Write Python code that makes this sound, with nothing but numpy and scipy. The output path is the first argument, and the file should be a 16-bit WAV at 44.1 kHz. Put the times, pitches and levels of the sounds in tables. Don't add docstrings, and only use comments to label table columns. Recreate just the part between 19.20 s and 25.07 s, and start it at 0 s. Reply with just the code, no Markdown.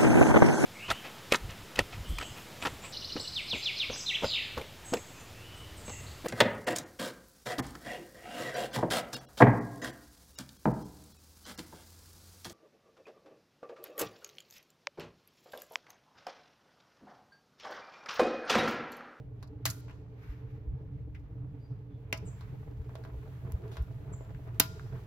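import sys
import numpy as np
from scipy import signal
from scipy.fft import rfft, irfft, next_fast_len
from scipy.io import wavfile
from scipy.ndimage import uniform_filter1d

SR = 44100
rng = np.random.default_rng(int(sys.argv[2]) if len(sys.argv) > 2 else 0)


def bounce(signal):
    frames = np.transpose(np.atleast_2d(signal))
    limited = np.clip(frames, -1, 1)
    pcm = np.round(limited * 32767).astype(np.int16)
    wavfile.write(sys.argv[1], SR, pcm)


N = 258778
T = np.arange(N) / SR
HZ = np.maximum(np.arange(N // 2 + 1) * SR / N, 1)


def undb(db):
    return 10 ** (np.asarray(db) / 20)


def unit(x):
    return x / np.sqrt(np.mean(x ** 2))


def curves(rows):
    s, *columns = np.transpose(rows)
    return [np.interp(T, s, column) for column in columns]


def shape(points, hz=HZ):
    f, db = np.transpose(points)
    return undb(np.interp(np.log(hz), np.log(f), db))


def echo(x, response):
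    return signal.fftconvolve(np.atleast_2d(x), np.atleast_2d(response), axes=1)[:, :x.shape[-1]]


def colour(x, points, size=1024):
    hz = np.maximum(np.arange(size // 2 + 1) * SR / size, 1)
    cepstrum = irfft(np.log(shape(points, hz)))
    cepstrum[1:size // 2] *= 2
    cepstrum[size // 2 + 1:] = 0
    return echo(x, irfft(np.exp(rfft(cepstrum))))


def add(out, s, x):
    i = int(s * SR)
    out[:, i:i + x.shape[-1]] += x[..., :N - i]


def pan(db):
    return undb(np.array([[db], [-db]]) / 2)


def walk(rate):
    k = int(SR / rate)
    steps = np.repeat(rng.standard_normal(N // k + 1), k)
    return unit(uniform_filter1d(steps, k)[:N])


def air(gain, apart_hz=1200, least=0.24):
    size = next_fast_len(N, True)
    hz = np.arange(size // 2 + 1) * SR / size
    mid, side = rfft(rng.standard_normal((2, size))) * np.interp(hz, HZ, gain)
    side = side * np.clip(hz / apart_hz, least, 1)
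    return unit(irfft(np.array([mid + side, mid - side]), size)[:, :N])


def even(x, size=3500):
    return x / np.sqrt(uniform_filter1d(np.mean(x ** 2, axis=0), size) + 1e-9)


def tail(t60, db, rise_s, channels=2):
    t = T[:SR]
    x = rng.standard_normal((channels, SR)) * undb(-60 * t / t60) * (1 - np.exp(-t / rise_s))
    return unit(x) * undb(db) / np.sqrt(SR)


def swells(rows, values):
    total = 0
    for (s, length, _), value in zip(rows, values):
        phase = np.pi * np.clip((T - s) / length, -.5, .5)
        total = total + value * np.cos(phase) ** 2
    return total


def gusts(rows):
    return swells(rows, [undb(db) for _, _, db in rows])


def boom_swells():
    # peak t/s, length/s, rise/dB
    swell_rows = [(0.474, 0.15, 9.5), (1.312, 0.37, 3), (1.546, 0.067, 5.5), (2.24, 0.46, 5),
                  (2.522, 0.055, 10), (2.755, 0.12, 4.5), (3.073, 0.13, 6), (3.51, .12, 3.5),
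                  (3.7, .09, 7.5), (4.263, 0.07, 8.5), (4.467, 0.16, 7.5), (4.916, 0.11, 6.5),
                  (5.277, 0.12, 4.5), (5.583, 0.075, 0.5), (5.745, 0.12, 9)]
    return swells(swell_rows, [db for _, _, db in swell_rows])


def draught(facing):
    # f/Hz, relative level/dB per Hz
    rumble_outline = [(15, -42.5), (28, -8.5), (42, 10.5), (55, 16.5), (78, 17.5), (100, 1), (140, -19),
                      (220, -49), (1000, -89.5)]
    # f/Hz, relative level/dB per Hz
    boom_outline = [(70, -14), (98, 1.5), (113, 5), (120, 10), (128, 6), (148, -6.5), (185, -10.5),
                    (230, -28), (400, -64), (1000, -90)]
    # peak t/s, length/s, peak level/dB
    gust_rows = [(1.508, 0.15, -35), (1.9, 0.75, -50), (3.602, 0.1, -38), (3.971, 0.11, -40.5)]
    # f/Hz, half-width at half gain/Hz,
    # level beside the engine/dB, level at the chute/dB, both before the uneven lumps
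    drones = [(288.9, 14, -60, -67), (372, 63, -89, -60), (435.8, 21, -64.5, -61), (607, 8.1, -80.5, -83),
              (659.3, 12, -93, -67.5), (840, 96, -78.5, -73)]
    boom_db, boom_chute_db, boom_waver_db = -46, -44, 2
    rumble_db, rumble_chute_db, rumble_waver_db = -54, -49, -1.5

    rumble_level_db = rumble_db + (rumble_chute_db - rumble_db) * facing + rumble_waver_db * walk(rate=10)
    rumble = undb(rumble_level_db) + gusts(gust_rows)
    boom_level_db = boom_db + (boom_chute_db - boom_db) * facing + boom_waver_db * walk(rate=16)
    boom = undb(boom_level_db + boom_swells())
    out = even(air(shape(rumble_outline), least=0.19)) * rumble * pan(db=0.5)
    out += even(air(shape(boom_outline), least=0.091)) * boom * pan(db=-1.5)

    licks_db = 2.2 * walk(rate=22) + 2.8 * walk(rate=70) + .6 * boom_swells()
    for hz, width, beside_db, chute_db in drones:
        resonance = 1 / (1 + ((HZ - hz) / width) ** 2)
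        level_db = beside_db + (chute_db - beside_db) * facing + licks_db
        out += air(resonance, apart_hz=1140) * undb(level_db) * pan(db=-2.0)
    return out


def flames(facing, swell_share=0.75):
    # f/Hz, relative level/dB per Hz
    flame_outline = [(150, 2.5), (400, -9.5), (700, 2.5), (1100, 5.5), (2000, -2), (3500, -12), (5500, -21),
                     (7200, -18), (10000, -20.5), (13500, -20.5), (15500, -23)]
    # f/Hz, relative level/dB per Hz
    flare_outline = [(200, -18), (600, -4), (1200, 2), (2200, 1), (3200, -10), (6500, -17), (9000, -22.5),
                     (14000, -17.5), (16000, -29)]
    # peak t/s, length/s, peak level/dB before their flutter
    flare_rows = [(1.08, 0.32, -61.5), (1.31, 0.48, -71.5), (3.27, 0.57, -67)]

    low = 1 / (1 + (HZ / 2600) ** 2)
    flutter_db = 2.0 * walk(rate=26) + 3.2 * walk(rate=110) + swell_share * boom_swells()
    flutter = air(shape(flame_outline) * low, apart_hz=1320) * undb(-65.5 + flutter_db)
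    hiss = air(shape(flame_outline) * (1 - low), apart_hz=1300) * undb(-67.0 + 1.0 * walk(rate=18))
    flare = air(shape(flare_outline), apart_hz=1300) * gusts(flare_rows) * undb(1.4 * walk(rate=40))
    return (flutter + hiss) * facing * pan(db=-0.5) + flare


def yard():
    # f/Hz, relative level/dB per Hz
    yard_outline = [(150, 8), (250, 5), (500, -0.5), (700, -6.5), (1300, -16), (2300, -19.5), (4000, -31),
                    (7000, -41.5), (14000, -50.5), (16000, -68.5)]
    waver_db = 1.2 * walk(rate=14)
    spectrum = rfft(air(shape(yard_outline), apart_hz=1317), 2 * N)
    hz = np.maximum(np.arange(N + 1) * SR / (2 * N), 1)
    octave = np.clip(np.log2(hz / 300), 0, 4)
    out = 0
    for k in range(5):
        band = irfft(spectrum * np.maximum(1 - abs(octave - k), 0))[:, :N]
        out = out + band * undb(waver_db + 1.2 * walk(rate=12) + 1.7 * walk(rate=45))
    return out * undb(-60.5) * pan(db=-1.5)


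def crackle(facing, count=110):
    clicks = np.zeros((1, N))
    when, size = rng.random((count, 2)).T
    clicks[0, (when * (N - 1)).astype(int)] = undb(-18 * np.sqrt(size))
    outline = [(200, -29.0), (900, -14.0), (2500, -4.0), (6000, -9.5), (14000, -19.0)]
    return colour(clicks * facing, outline) * undb(-28)


def flaps(facing, count=80):
    knocks = np.zeros((1, N))
    when, size = rng.random((count, 2)).T
    knocks[0, (when * (N - 1)).astype(int)] = undb(-10 * size)
    soft = echo(knocks * facing ** 2, tail(t60=0.053, db=-1, rise_s=.006, channels=1))
    outline = [(80, -14.5), (250, -5.5), (420, -5.5), (850, -6), (1500, -24), (4000, -53.5)]
    return colour(soft, outline) * undb(-9)


def burst(t60, size=6000):
    t = T[:size]
    x = rng.standard_normal(size)
    for _ in range(3):
        spectrum = rfft(x * undb(-20 * t / t60))
        flat = irfft(spectrum / (np.abs(spectrum) + 1e-12))
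        x = flat * np.clip(2 - t / t60, 0, 1) ** 2
    return x / np.sqrt(np.sum(x ** 2))


def stick(note_hz, size=1000):
    # multiple of the note, sharpness Q, level/dB
    stick_modes = [(1, 4.7, -0.5), (2.45, 8.4, -18)]
    t, ring = T[:size], 0
    for multiple, q, db in stick_modes:
        hz = note_hz * multiple
        if hz < SR / 2:
            decay = np.pi * hz / q
            mode = np.exp(-decay * t) * np.cos(2 * np.pi * hz * t)
            ring = ring + undb(db) * 2 * decay / SR * mode
    return ring


def pops_and_tick():
    # t/s, level at the centre before the firebox/dB, t60 of the burst/s, centre f/Hz,
    # fall on both sides/dB per octave, note of the ring f/Hz, ring against the burst level/dB,
    # part sent on to the steel and the reflections, against the whole level/dB
    pop_rows = [(0.227, -12, 0.027, 1040, 8, 4030, -5, -1.5),
                (0.4546, 4, 0.015, 5800, 3.5, 4270, -0.5, 1.5), (.456, -0.5, 0.013, 1100, 9, 1064, 6, -7),
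                (.4605, 1, 0.015, 7000, 4.5, 1940, 6.5, -1.5), (.473, -6.5, 0.13, 8940, 5.5, 1380, 4.5, -2),
                (.682, -17.5, 0.016, 1010, 9.5, 2230, -8, 4.5), (.696, -16, 0.018, 1180, 11, 1700, -6, 2),
                (.709, -18, 0.021, 1007, 11, 2580, -3.5, 0.5), (1.948, -19, 0.044, 2050, 17, 1990, 0.5, 1),
                (2.927, 10, 0.0054, 2243, 31.5, 2750, -0.5, -6), (2.9275, 1, 0.015, 595, 4, 5270, -6, 1.5),
                (2.932, 0.5, 0.033, 328, 12, 1320, -0.5, 0.5), (3.209, -14, 0.018, 1100, 11, 3700, -5, 1),
                (3.693, -11, 0.008, 714, 16, 945, -1.5, -11), (3.754, -5, 0.012, 604, 7.5, 3280, -12.5, -2),
                (3.838, -16.5, 0.013, 1480, 15, 4100, -5, 0),
                (3.85, -11.5, 0.014, 804, 11, 1200, 1.5, -1.5), (3.943, -10, 0.037, 450, 14, 700, -12, -5),
                (4.249, -18, 0.0079, 800, 14, 940, -10, 0),
                (4.3213, -18.5, 0.0037, 13100, 4.5, 1210, 3, -5), (4.437, -21, 0.014, 500, 8, 1000, -8, -6),
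                (4.516, -13.5, 0.22, 1007, 6, 3470, -1.5, -4), (4.556, -13, 0.018, 890, 9, 1200, -10, -8),
                (4.569, -8.5, 0.011, 1090, 7.5, 3320, -8.5, 2.5),
                (4.6225, -32, .003, 13500, 11, 11000, -7, 13), (4.915, -1, 0.022, 380, 19, 640, -20, 4.5),
                (5.007, -1.5, 0.013, 420, 15.5, 780, -12.5, 4),
                (5.105, -8.5, 0.015, 450, 10, 780, -10, -2.5), (5.147, -19, .008, 1714, 15.5, 1650, -6, -1),
                (5.274, -4, 0.042, 380, 19, 700, -6, 3), (5.3984, 11, 0.01, 13300, 7, 13600, -1.5, -2.5),
                (5.3999, 13.5, 0.0078, 13300, 1.5, 4150, -4.5, -2.5),
                (5.402, 9.5, 0.0059, 5000, 8.5, 1542, 2.5, -3.5),
                (5.4035, 9.5, 0.012, 299, 6, 1027, -2, -7), (5.596, -12, 0.0052, 1333, 17.5, 1410, 2.5, -9),
                (5.73, -11, .04, 592, 11, 1300, -8, -4)]
    # f/Hz, side against mid level/dB
    apart = [(200, -17), (600, -6.5), (1400, -6.5), (4000, 2.5), (7000, -10), (14000, -7.5)]
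    # f/Hz, level/dB
    firebox = [(40, -15), (150, 9), (300, -0.5), (700, -3.5), (1000, -3), (1800, -7), (2600, -5),
               (3900, -10), (7000, -3), (10500, -4.5), (13500, -4.5), (15500, -13)]

    straight, struck = np.zeros((2, 2, N))
    for s, db, t60, hz, fall_db, note_hz, ring_db, steel_db in pop_rows:
        outline = [(f, -fall_db * abs(np.log2(f / hz))) for f in (20, hz, SR / 2)]
        mid = burst(t60)
        side = colour(burst(t60), apart)
        impulse = mid + np.array([[1], [-1]]) * side
        ring = echo(impulse, stick(note_hz)) * undb(ring_db)
        pop = (colour(impulse, outline) + ring) * undb(db)
        add(straight, s, pop)
        add(struck, s, pop * undb(steel_db))
    return [colour(x, firebox) * pan(db=-0.1) for x in (straight, struck)]


def chute(x, facing, turned_away_db=-7):
    # f/Hz, t60/s, relative level/dB
    chute_modes = [(291, .28, -14), (435, .12, -9), (587, .19, -5), (654, .22, 2.5), (830, .1, -10),
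                   (1002, .27, -5.5), (1125, .12, -2), (1375, .06, -5), (1406, .55, -7.5), (1567, .1, -4),
                   (1645, .18, -5.5), (2100, .07, -5), (2520, .09, -6), (2640, .09, -7), (2810, .12, -7),
                   (3080, .07, -4), (3620, .1, -7), (4165, .09, -3), (4414, .2, -13), (4754, .14, -9),
                   (5040, .12, -6), (5272, .14, -5), (5900, .08, -6), (6300, .1, -9), (6910, .09, -4)]
    t = T[:SR // 2]
    ring = 0
    for hz, t60, db in chute_modes:
        phase = rng.standard_normal((2, 1)) * hz / 1500
        ring = ring + undb(db - 60 * t / t60) * np.cos(2 * np.pi * hz * t + phase)
    bounces = echo(x, tail(t60=.045, db=-8.5, rise_s=.002))
    walls = colour(bounces, [(200, -9.0), (700, 3.0), (5000, 3.5), (12000, -15.5)])
    return walls + echo(x, ring) * undb(-40.5 + turned_away_db * (1 - facing))


def workshop(x):
    near_outline = [(200, -6.5), (1200, 6), (5000, 2.5), (8000, -6.5), (13000, -4.5)]
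    hall_outline = [(200, -6), (1200, 6.0), (2800, 2), (5000, 5), (8000, -1.5), (13000, -15.0)]
    near = colour(echo(x, tail(t60=0.15, db=-9.0, rise_s=0.0032)), near_outline)
    hall = colour(echo(x, tail(t60=0.86, db=-23.5, rise_s=0.0061)), hall_outline)
    return near + hall


def far_wall(x, facing, delay_s=.045):
    outline = [(300, -20), (2700, -19), (4500, 2), (7000, 0.5), (11000, 1), (15000, -3.5)]
    slap = colour(echo(x, tail(t60=0.028, db=-5.5, rise_s=0.00055)), outline)
    out = np.zeros((2, N))
    add(out, delay_s, slap * (1 - facing) ** 2)
    return out


def thuds(rough=0.49):
    # peak t/s, length/s, start f/Hz, end f/Hz, peak level before the unevenness/dB
    thud_rows = [(1.108, 0.048, 62, 49.3, -29.5), (4.349, 0.046, 80.6, 60.2, -29),
                 (4.611, .08, 90, 41.5, -28)]
    out = 0
    for s, length, start_hz, end_hz, db in thud_rows:
        hz = np.interp(T, [s - length / 2, s + length / 2], [start_hz, end_hz])
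        tone = np.sin(2 * np.pi * np.cumsum(hz) / SR + 2 * np.pi * rng.random())
        out = out + tone * gusts([(s, length, db)])
    return out * (1 + rough * walk(rate=160))


def bird(size=8000):
    # t/s, length/s, start f/Hz, end f/Hz, rms buzz/Hz, peak level before the scatter/dB
    chips = [(2.384, 0.1, 4620, 4780, 130, -76.5), (2.47, 0.076, 6130, 4700, 450, -82.5),
             (2.692, 0.085, 3380, 3480, 150, -78.5), (3.048, 0.05, 8100, 7410, 380, -52.5),
             (4.922, 0.028, 7500, 7190, 250, -50)]
    out, t = np.zeros((2, N)), T[:size]
    for s, length, start_hz, end_hz, buzz_hz, db in chips:
        progress = np.clip(t / length, 0, 1)
        buzz = unit(uniform_filter1d(rng.standard_normal(size), size=30))
        hz = end_hz + (start_hz - end_hz) * (1 - progress) ** 2 + buzz_hz * buzz
        envelope = np.sin(np.pi * progress ** 1.3)
        add(out, s, envelope * np.sin(2 * np.pi * np.cumsum(hz) / SR) * undb(db))
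    return out + echo(out, tail(t60=.4, db=-2, rise_s=.005))


def stereo_image(x):
    # f/Hz, phase lag of the left channel/rad, gain of the side level/dB
    image_rows = [(4000, 0, 0), (6000, 1.4, -2), (8800, 3.14, -13), (11500, 5, -10), (13500, 6.28, -22)]
    f, lag, side_db = np.transpose(image_rows)
    left, right = rfft(x, 2 * N)
    hz = np.arange(N + 1) * SR / (2 * N)
    mid = (left + right) / 2
    side = (left - right) / 2 * undb(np.interp(hz, f, side_db))
    turn = np.exp(-1j * np.interp(hz, f, lag))
    return irfft(np.array([(mid + side) * turn, mid - side]))[:, :N]


def scene():
    # t/s, how far the chute faces the phone (0-1)
    facing_rows = [(0, 0.18), (2.75, 0.18), (3.15, 0.66), (3.55, 0.53), (3.8, 0.81), (4.5, 0.9), (4.8, 0.7),
                   (5.87, 1)]
    facing, = curves(facing_rows)
    straight, struck = pops_and_tick()
    small = crackle(facing) + flaps(facing)
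    reflected = chute(struck + small, facing) + workshop(struck + small) + far_wall(struck, facing)
    cracks = straight + small + reflected
    return draught(facing) + flames(facing) + yard() + cracks + thuds() + bird()


def record(dry, top_hz=15900):
    low_pass = signal.ellip(8, .2, 70, top_hz, fs=SR, output="sos")
    return signal.sosfilt(low_pass, stereo_image(dry))


dry = scene()
out = record(dry)
bounce(out)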